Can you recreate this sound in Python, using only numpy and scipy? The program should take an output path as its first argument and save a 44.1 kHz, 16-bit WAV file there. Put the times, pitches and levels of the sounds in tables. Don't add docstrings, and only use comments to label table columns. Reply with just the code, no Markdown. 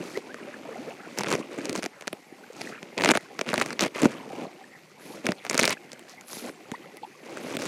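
import sys
import numpy as np
from scipy import signal
from scipy.io import wavfile
from scipy.ndimage import uniform_filter1d

SR = 44100
rng = np.random.default_rng(int(sys.argv[2]) if len(sys.argv) > 2 else 0)


def decibels_to_gain(level_db):
    exponent = np.asarray(level_db, float) / 20
    return 10 ** exponent


def unload_audio(sound):
    columns = np.transpose(np.atleast_2d(sound))
    steps = np.round(np.clip(columns, -1, 1) * 32767)
    wavfile.write(sys.argv[1], SR, steps.astype(np.int16))


N = 338247


def evened(x):
    return x / np.sqrt(np.mean(x ** 2) + 1e-20)


def add(mix, s, sound):
    part = mix[round(s * SR):][:len(sound)]
    part += sound[:len(part)]


# frequency in Hz, relative level in dB per Hz.
STREAM_SPECTRUM = [(18, -64), (30, -32), (70, -28), (154, 16.5), (235, -3), (577, -17), (772, 11.5),
                   (1210, -13), (2050, 5.5), (3130, -19), (9480, -14), (14800, -15.5), (16500, -63)]


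def stream():
    frames, hz = N // 256 + 5, np.fft.rfftfreq(1024, 1 / SR)
    real, imaginary, patches = rng.standard_normal((frames, 513, 3)).T
    patches = uniform_filter1d(patches, size=10, axis=0)
    patches = evened(uniform_filter1d(patches, size=8, axis=1))
    table_hz, table_db = np.transpose(STREAM_SPECTRUM)
    colour_db = np.interp(np.log(hz + 1), np.log(table_hz), table_db)[:, None]
    spectra = (real + 1j * imaginary) * decibels_to_gain(colour_db + 5.7 * patches)
    wash = signal.istft(spectra, nperseg=1024, noverlap=768)[1][:N]
    return decibels_to_gain(-56.5) * evened(wash)


# start in seconds, end in seconds, scrape level in dB,
# rumble above scrape in dB, swish above scrape in dB.
TWISTS = [(0.0, 0.171, -51, 9.5, 2.5), (0.698, 0.929, -57, -7, -1), (1.001, 1.142, -60, 4, 6),
          (1.163, 1.22, -41, 9, -10), (1.25, 1.356, -35, 8, -21), (1.352, 1.41, -47.5, 14.5, -8),
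          (1.505, 1.722, -47, 9, -16), (1.736, 1.794, -44.5, 12, 0), (1.827, 1.854, -47, 4, -17),
          (2.523, 2.701, -52.5, 11.5, 3), (2.966, 3.049, -42, 13, -18), (3.057, 3.111, -28.5, 8.5, -22),
          (3.132, 3.168, -34.5, 0, -22), (3.19, 3.234, -52, -13, -6), (3.468, 3.518, -38.5, 9.5, -26),
          (3.532, 3.634, -38.5, 7, -18), (3.638, 3.731, -45, 6, -11), (3.802, 3.833, -29.5, 6, -3.5),
          (3.833, 3.867, -32, 5.5, -13), (3.939, 4.01, -37.5, 1.5, -17), (4.006, 4.058, -33.5, 14, -11.5),
          (4.066, 4.129, -49.5, -7, -24), (4.286, 4.45, -50.5, 15.5, -9), (4.976, 5.162, -54.5, 13, 3),
          (5.236, 5.315, -44, 16.5, -15), (5.43, 5.479, -49.5, -6, -6), (5.497, 5.557, -41, 8.5, -12),
          (5.568, 5.666, -34.5, 1.5, -9), (5.673, 5.729, -33, 0, -8), (6.061, 6.103, -53, -6, 5),
          (6.27, 6.397, -50.5, 1, 9), (6.409, 6.49, -48, 15, -1), (7.241, 7.415, -51.5, 2, -4),
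          (7.43, 7.558, -46, 14, -3), (7.583, 7.699, -41.5, 13, 0.5)]
# time in seconds, rumble level in dB.
SHIFTING = [(0.0, -33), (0.12, -48), (0.25, -43.5), (0.886, -41.5), (0.954, -50), (1.14, -41.5),
            (1.86, -46.5), (1.89, -56), (2.3, -56.5), (2.52, -48.5), (2.93, -46), (3.19, -53),
            (3.42, -43.5), (3.76, -43.5), (3.92, -50), (4.09, -36), (4.28, -44), (4.935, -59.5),
            (5.2, -44.5), (5.39, -51), (6.25, -54.5), (6.58, -51.5), (6.73, -47.5), (7.0, -53.5),
            (7.12, -56), (7.35, -41), (7.669, -45)]
GRIP_S, BUILD_DB, LET_GO_S = 0.0154, 3.5, 0.024
FIRM_DB, SLOWER_PER_DB = -47.5, 0.625


def motion():
    t = np.arange(N) / SR
    rumble_db = np.interp(t, *np.transpose(SHIFTING))
    shift = rumble_db + 47
    power = decibels_to_gain([-55 + 0.56 * shift, rumble_db, -59.5 + 0.25 * shift]) ** 2
    for start, end, db, weight_db, bright_db in TWISTS:
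        slower = 1 + SLOWER_PER_DB * max(FIRM_DB - db, 0)
        grip_s, let_go_s = slower * GRIP_S, slower * LET_GO_S
        part = slice(round(start * SR), round((end + let_go_s) * SR))
        u = t[part]
        grip = np.clip((u - start) / grip_s, 0, 1)
        let_go = np.clip(1 - (u - end) / let_go_s, 0, 1) ** 2
        build = decibels_to_gain(db - BUILD_DB * np.clip((end - u) / (end - start), 0, 1))
        drag = grip * let_go * build
        power[:, part] += (drag * decibels_to_gain(np.array([[0], [weight_db], [bright_db]]))) ** 2
    return 10 * np.log10(power)


def rings(modes, count, spread, scatter_db, soft_db=0):
    hz, db, t60 = np.transpose(modes)[:, None, :, None]
    shift, weight, phase = rng.standard_normal((count, len(modes), 3, 1)).transpose(2, 0, 1, 3)
    t = np.arange(2000) / SR
    octaves_up = np.maximum(np.log2(hz / modes[1][0]), 0)
    db = db - np.reshape(soft_db, (-1, 1, 1)) * octaves_up
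    contact = 1 - np.exp(-(t * hz * 4.03) ** 2)
    swing = np.sin(2 * np.pi * hz * (1 + spread * shift) * t + 1.39 * phase)
    decay = decibels_to_gain(db + scatter_db * weight - 60 * t / t60)
    ring = (decay * contact * swing).sum(1)
    return ring / abs(ring).max(1, keepdims=True)


def sparse(per_s, spread_db):
    size = decibels_to_gain(spread_db * np.minimum(rng.exponential(1, N), 4))
    return size * rng.choice([-1., 1.], N) * (rng.random(N) < per_s / SR)


def rustle(modes, level_db, per_s, spread_db, lumps_db, soft_db=0):
    grains = rings(modes, count=10, spread=0.11, scatter_db=5.0, soft_db=soft_db)
    dense = np.zeros(N)
    for grain in grains:
        dense += signal.oaconvolve(sparse(per_s / len(grains), spread_db), grain)[:N]
    lumps = uniform_filter1d(rng.standard_normal(N), size=700)
    lumps = evened(uniform_filter1d(lumps, size=700))
    return decibels_to_gain(level_db) * evened(dense * decibels_to_gain(lumps_db * np.clip(lumps, -2, 2)))


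# frequency in Hz, relative level in dB, time to fall 60 dB in seconds.
THUMP_MODES = [(148, -32, 0.013), (237, 2.5, 0.027), (400, 6.5, 0.022), (620, 7, 0.024)]
KNOCK_MODES = [(950, -11.5, 0.014), (1400, 3, 0.0037), (2200, 5, 0.0034), (2600, 0, 0.001)]
SNAP_MODES = [(4240, 3, 0.002), (6170, 6, 0.0015), (8850, -4, 0.0023), (10830, -11.5, 0.0011),
              (13640, -5.5, 0.00096)]
# start in seconds, end in seconds, relative level in dB.
SLEEVE = [(0., 0.198, -67), (4.992, 5.18, -58), (6.253, 6.432, -48), (6.389, 6.53, -56),
          (7.392, 7.531, -58)]
# frequency in Hz, relative level in dB, time to fall 60 dB in seconds.
SLEEVE_MODES = [(10150, 9, 0.0025), (11400, -1, 0.0071)]


def cloth():
    scrape_db, rumble_db, swish_db = motion()
    t = np.arange(N) / SR
    slide = np.zeros(N)
    for start, end, db in SLEEVE:
        progress = np.clip((t - start) / (end - start), 0, 1)
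        slide += decibels_to_gain(db + 1.5) * np.sin(np.pi * progress) ** .6
    slide = uniform_filter1d(slide, size=900)
    crackle_db = scrape_db + np.minimum(scrape_db + 46.5, 0) - 3.5
    crackle = rustle(KNOCK_MODES + SNAP_MODES, crackle_db, per_s=350, spread_db=2.3, lumps_db=0.33)
    scrape = rustle(KNOCK_MODES, scrape_db - 1.5, per_s=2500, spread_db=4.3, lumps_db=0.25)
    rumble = rustle(THUMP_MODES, rumble_db - 3.5, per_s=300, spread_db=2.1, lumps_db=0.83, soft_db=10.9)
    swish = rustle(SNAP_MODES, swish_db - 3, per_s=6000, spread_db=3.8, lumps_db=0.37)
    hiss = slide * rustle(SLEEVE_MODES, 0, per_s=4500, spread_db=1.2, lumps_db=1.0)
    return crackle + scrape + rumble + swish + hiss


def bubble(hz_from, hz_to, length, db):
    u = np.arange(round(length * SR)) / (length * SR)
    turns = np.cumsum(hz_from * (hz_to / hz_from) ** u) / SR
    return decibels_to_gain(db + 2.5) * np.sin(np.pi * u ** 0.55) * np.sin(2 * np.pi * turns)


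def small_bubble(hz, rise, cycles, db):
    return bubble(hz, (1 + 0.33 * rise) * hz, (2.7 + 12 * cycles ** 2) / hz, db)


# time in seconds, start pitch in Hz, end pitch in Hz, length in seconds, relative level in dB.
BUBBLES = [(0.153, 1840, 2290, 0.019, -37), (0.169, 404, 436, 0.015, -29), (0.29, 1400, 1970, 0.05, -47),
           (0.472, 557, 620, 0.04, -41), (0.541, 1530, 1860, 0.0061, -34.5), (0.687, 466, 550, 0.014, -34),
           (0.704, 459, 450, 0.044, -40), (0.745, 1930, 2310, 0.0066, -43), (.756, 695, 810, 0.014, -36.5),
           (0.778, 206, 440, .075, -37), (0.873, 400, 632, 0.031, -35), (0.907, 620, 930, 0.012, -39.5),
           (1.426, 2200, 3300, 0.007, -42), (2.324, 294, 330, 0.0068, -37.5),
           (2.436, 1400, 1710, 0.011, -47), (2.501, 429, 573, 0.012, -38), (2.65, 2215, 2737, 0.0053, -39),
           (2.672, 1720, 2100, 0.0061, -33.5), (4.105, 400, 448, .02, -53), (4.64, 1700, 1900, 0.0081, -46),
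           (5.769, 1520, 1923, 0.0088, -41.5), (5.774, 2360, 2800, 0.0084, -46.5),
           (6.737, 810, 1290, 0.016, -35), (6.749, 1860, 2040, 0.012, -41), (6.848, 800, 850, 0.011, -51),
           (6.857, 1900, 2400, .007, -49), (6.976, 786, 830, .012, -52), (7.018, 454, 520, 0.02, -44.5),
           (7.032, 790, 950, 0.012, -33), (7.047, 830, 900, 0.0083, -36)]
# start in seconds, end in seconds, middle pitch in Hz, relative level in dB.
SWIRLS = [(0.361, 0.56, 1490, -53.5), (0.641, 0.936, 620, -51.5), (0.651, 0.736, 1300, -52),
          (0.875, 0.919, 1780, -49.5), (0.963, 1.123, 1720, -51.5), (1.499, 1.749, 370, -46),
          (1.93, 2.058, 1290, -57), (2.709, 2.791, 1740, -45.5), (4.094, 4.12, 3500, -50),
          (4.129, 4.217, 2190, -50), (4.125, 4.264, 785, -54), (4.298, 4.48, 765, -48),
          (5.376, 5.432, 2613, -52.5), (5.834, 6.118, 2065, -58.5), (6.421, 6.517, 351, -55),
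          (6.698, 6.771, 3670, -59), (7.021, 7.047, 3270, -51), (7.26, 7.367, 600, -52.5)]
GURGLES_PER_S, SWIRL_BUBBLES_PER_S = 300, 320


def water():
    out = np.zeros(N)
    stir_db = np.minimum(motion()[0], -48)
    for s, *shape in BUBBLES:
        add(out, s, bubble(*shape))
    for when, size, luck, rise, cycles in rng.random((round(GURGLES_PER_S * N / SR), 5)):
        db = stir_db[int(when * N)] - 2.5 - 4.5 * np.log(luck + 0.04) - 8 * size
        add(out, when * N / SR, small_bubble(280 * 14 ** size, rise, cycles, db))
    for start, end, hz, db in SWIRLS:
        count = round(SWIRL_BUBBLES_PER_S * (end - start))
        for when, size, luck, rise, cycles in rng.random((count, 5)):
            one_hz = hz * 2.13 ** (size - .5)
            one = small_bubble(one_hz, rise, cycles, db - 3 * np.log(luck + 0.14))
            add(out, start + when * (end - start), one)
    return out


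SMALL_SLIPS_PER_S, COLOUR_SCATTER_DB = 200, 14.5
FIRM_SLIPS_MORE = 0.32


def small_slips():
    rows = []
    for start, end, db, weight_db, bright_db in TWISTS:
        count = round(SMALL_SLIPS_PER_S * (end - start))
        for when, luck, high, low in rng.random((count, 4)):
            knock_db = db + 6.5 + FIRM_SLIPS_MORE * min(db - FIRM_DB, 0)
            knock_db += 5.5 * np.log(luck + 0.043) - BUILD_DB * (1 - when)
            snap_db = -1 + 0.44 * bright_db + COLOUR_SCATTER_DB * (high - .5)
            thump_db = -3 + 0.47 * weight_db + COLOUR_SCATTER_DB * (low - .5)
            rows.append((start + when * (end - start), knock_db, snap_db, thump_db))
    return rows


# time in seconds, knock level in dB, snap above knock in dB, thump above knock in dB.
CLEAR_SLIPS = [(0.1743, -27, -7, 7.5), (0.3439, -31, -8, 1.5), (1.1759, -28.5, -8, 4.5),
               (1.1868, -26, 8, 3), (1.194, -28, -5, 2), (1.2084, -23.5, -3, 4), (1.2352, -24.5, -0.5, -3),
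               (1.2445, -27, -16, 3), (1.2702, -24.5, -19, 2), (1.288, -30, -17, 2), (1.304, -31, 6, 7),
               (1.3163, -18.5, -5, -24), (1.3265, -21, 1.5, 6.5), (1.3378, -24, -1, 6),
               (1.3524, -24.5, -4, 6.5), (1.5872, -33, -2.5, 13), (1.6553, -33, 8, -11),
               (1.695, -29, 5.5, 10.5), (1.729, -31, 3, 5), (1.7532, -23, -6, 3), (1.7599, -27, 1, -2),
               (1.7773, -31.5, 0, 7.5), (1.8255, -31, -2, -13), (1.8314, -27.5, -2, 1),
               (1.8408, -30, 1.5, 6.5), (1.853, -31, -2, 0), (1.8609, -25.5, 0, 4), (2.0106, -35.5, -3, 0),
               (2.0229, -36.5, -2, 2), (2.0729, -32, 3, 5), (2.0783, -23.5, 1, -1), (2.1295, -28.5, 0, 5),
               (2.6113, -28.5, -4, -1.5), (2.616, -26.5, 0, -8), (2.8294, -30.5, -9.5, 4),
               (2.9792, -24, -1.5, 2), (2.9864, -27, -5, 1), (2.999, -25.5, -15, 4), (3.0097, -18, -14, 0),
               (3.0204, -20.5, -4, 3), (3.0376, -14.5, -5, -14), (3.0471, -13.5, -2, 1.5),
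               (3.059, -11.5, -9, -1.5), (3.0771, -22, -9, 4), (3.09, -9.5, -4, 3), (3.1018, -11, -21, -23),
               (3.1097, -6, -4, -10), (3.1156, -9, -2.5, 1.5), (3.1374, -23, -18, 0),
               (3.153, -16.5, -10, 4.5), (3.173, -16.5, -4.5, -3), (3.392, -21, -5.5, -4),
               (3.4128, -17.5, -7, 0.5), (3.4633, -33, -14, 4), (3.49, -20.5, -11, -2),
               (3.5315, -20.5, -11, 5), (3.541, -15, -4.5, -4), (3.5593, -27, -5, 0),
               (3.5791, -18, -4.5, 4.5), (3.5998, -24, 1, -13), (3.6135, -13.5, -17, -6),
               (3.6164, -20.5, -1, -1), (3.6226, -19.5, -5, -7), (3.661, -26.5, -0.5, 4),
               (3.7059, -25.5, -6, -14), (3.7297, -29, 0, -21), (3.7938, -16.5, -3, -8),
               (3.8084, -22, 9, 1), (3.8225, -27, 2, -2), (3.8376, -23.5, 3, 0), (3.8651, -32, -13, 7),
               (3.9574, -31, -20, 4), (4.019, -24.5, 2, 6), (4.0322, -25.5, -2, 20),
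               (4.0457, -24.5, -10, 6), (4.0555, -14, -10, 12.5), (5.2572, -38, 8, 5),
               (5.2672, -15.5, -5, -38), (5.289, -22.5, -13, 9.5), (5.3198, -23, -3, -1),
               (5.4506, -25.5, -7, -3), (5.4585, -37, -2, -3), (5.466, -29, -5, 1), (5.498, -22, 8, -3),
               (5.511, -19.5, -5, -0.5), (5.531, -27, 2, -21), (5.5448, -18, -1, -3),
               (5.5521, -22.5, -2, 7.5), (5.5672, -35, -4, -6), (5.5782, -18.5, 5, -2),
               (5.5929, -9, -5, -4), (5.5969, -12, 2.5, -17), (5.6048, -31, 9, -13), (5.6131, -32, 13, -20),
               (5.6193, -24.5, -8, 10), (5.6288, -20.5, 3.5, 1), (5.6334, -15, 0, -14),
               (5.6415, -14, -14, -2), (5.654, -21.5, 9, -18), (5.6776, -15.5, 0.5, -1),
               (5.6946, -24.5, 4, 2), (5.7072, -23, 4.5, -21), (5.7293, -25, -1, -10), (5.9183, -49, 16, 6),
               (5.9317, -40, 6.5, 5.5), (5.994, -48, 10.5, 7), (6.2109, -44.5, 7, -18),
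               (6.3315, -34.5, 5, -1), (6.369, -39.5, -4, 9), (6.4946, -36, -4, -6), (6.7168, -30, -3.5, 8),
               (6.9706, -41.5, 3, -11), (7.3722, -30.5, -5, -2), (7.5498, -32.5, -17, 12),
               (7.5688, -23, 1, 2), (7.6205, -31, 2.5, -3), (7.655, -29, -3, -6)]
LEAD_S, LEAD_DB = .0018, -16.5


def slips():
    rows = list(CLEAR_SLIPS) + small_slips()
    s, knock_db, snap_db, thump_db = np.transpose(rows)[:, :, None]
    count = len(rows)
    knock = decibels_to_gain(knock_db + 6.0) * rings(KNOCK_MODES, count, spread=0.032, scatter_db=5)
    snap = decibels_to_gain(knock_db + snap_db + 8.0) * rings(SNAP_MODES, count, spread=0.12, scatter_db=5)
    soft_db = np.maximum(thump_db, 0)
    thump = decibels_to_gain(knock_db + thump_db - 1.8) * rings(THUMP_MODES, count, 0.1, 1.3, soft_db)
    signs, waits = rng.choice([-1., 1.], (count, 6)), rng.random((count, 4))
    out = np.zeros(N)
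    for at, mid, high, low, sign, wait in zip(s[:, 0], knock, snap, thump, signs, waits):
        tick = mid + sign[4] * high
        add(out, at, sign[0] * tick + sign[5] * low)
        add(out, at - LEAD_S * (.5 + wait[0]), sign[3] * decibels_to_gain(LEAD_DB) * tick)
        rebound_lags = np.cumsum(.0005 + .0016 * wait)
        for lag, turn in zip(rebound_lags, sign[1:]):
            add(out, at + lag, turn * decibels_to_gain(-9.5 - 2500 * lag) * tick)
    return out


def scene():
    return (stream() + cloth() + water() + slips())[None]


def low_pass(x):
    return signal.sosfilt(signal.butter(12, 16690, fs=SR, output="sos"), x)


CEILING = .75
LOW_CUT_HZ, DULL_HZ, TOP_HZ = 115.3, 12100, 16400


def record(dry):
    rounded = CEILING * np.tanh(dry / CEILING)
    low_cut = signal.butter(4, LOW_CUT_HZ, "high", fs=SR, output="sos")
    cut = signal.sosfilt(low_cut, rounded) + decibels_to_gain(-19) * rounded
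    cut = signal.sosfilt(signal.butter(2, DULL_HZ, fs=SR, output="sos"), cut)
    cut = signal.oaconvolve(cut, signal.firwin(255, TOP_HZ, fs=SR)[None], "same")
    return low_pass(cut)


dry = scene()
out = record(dry)
unload_audio(out)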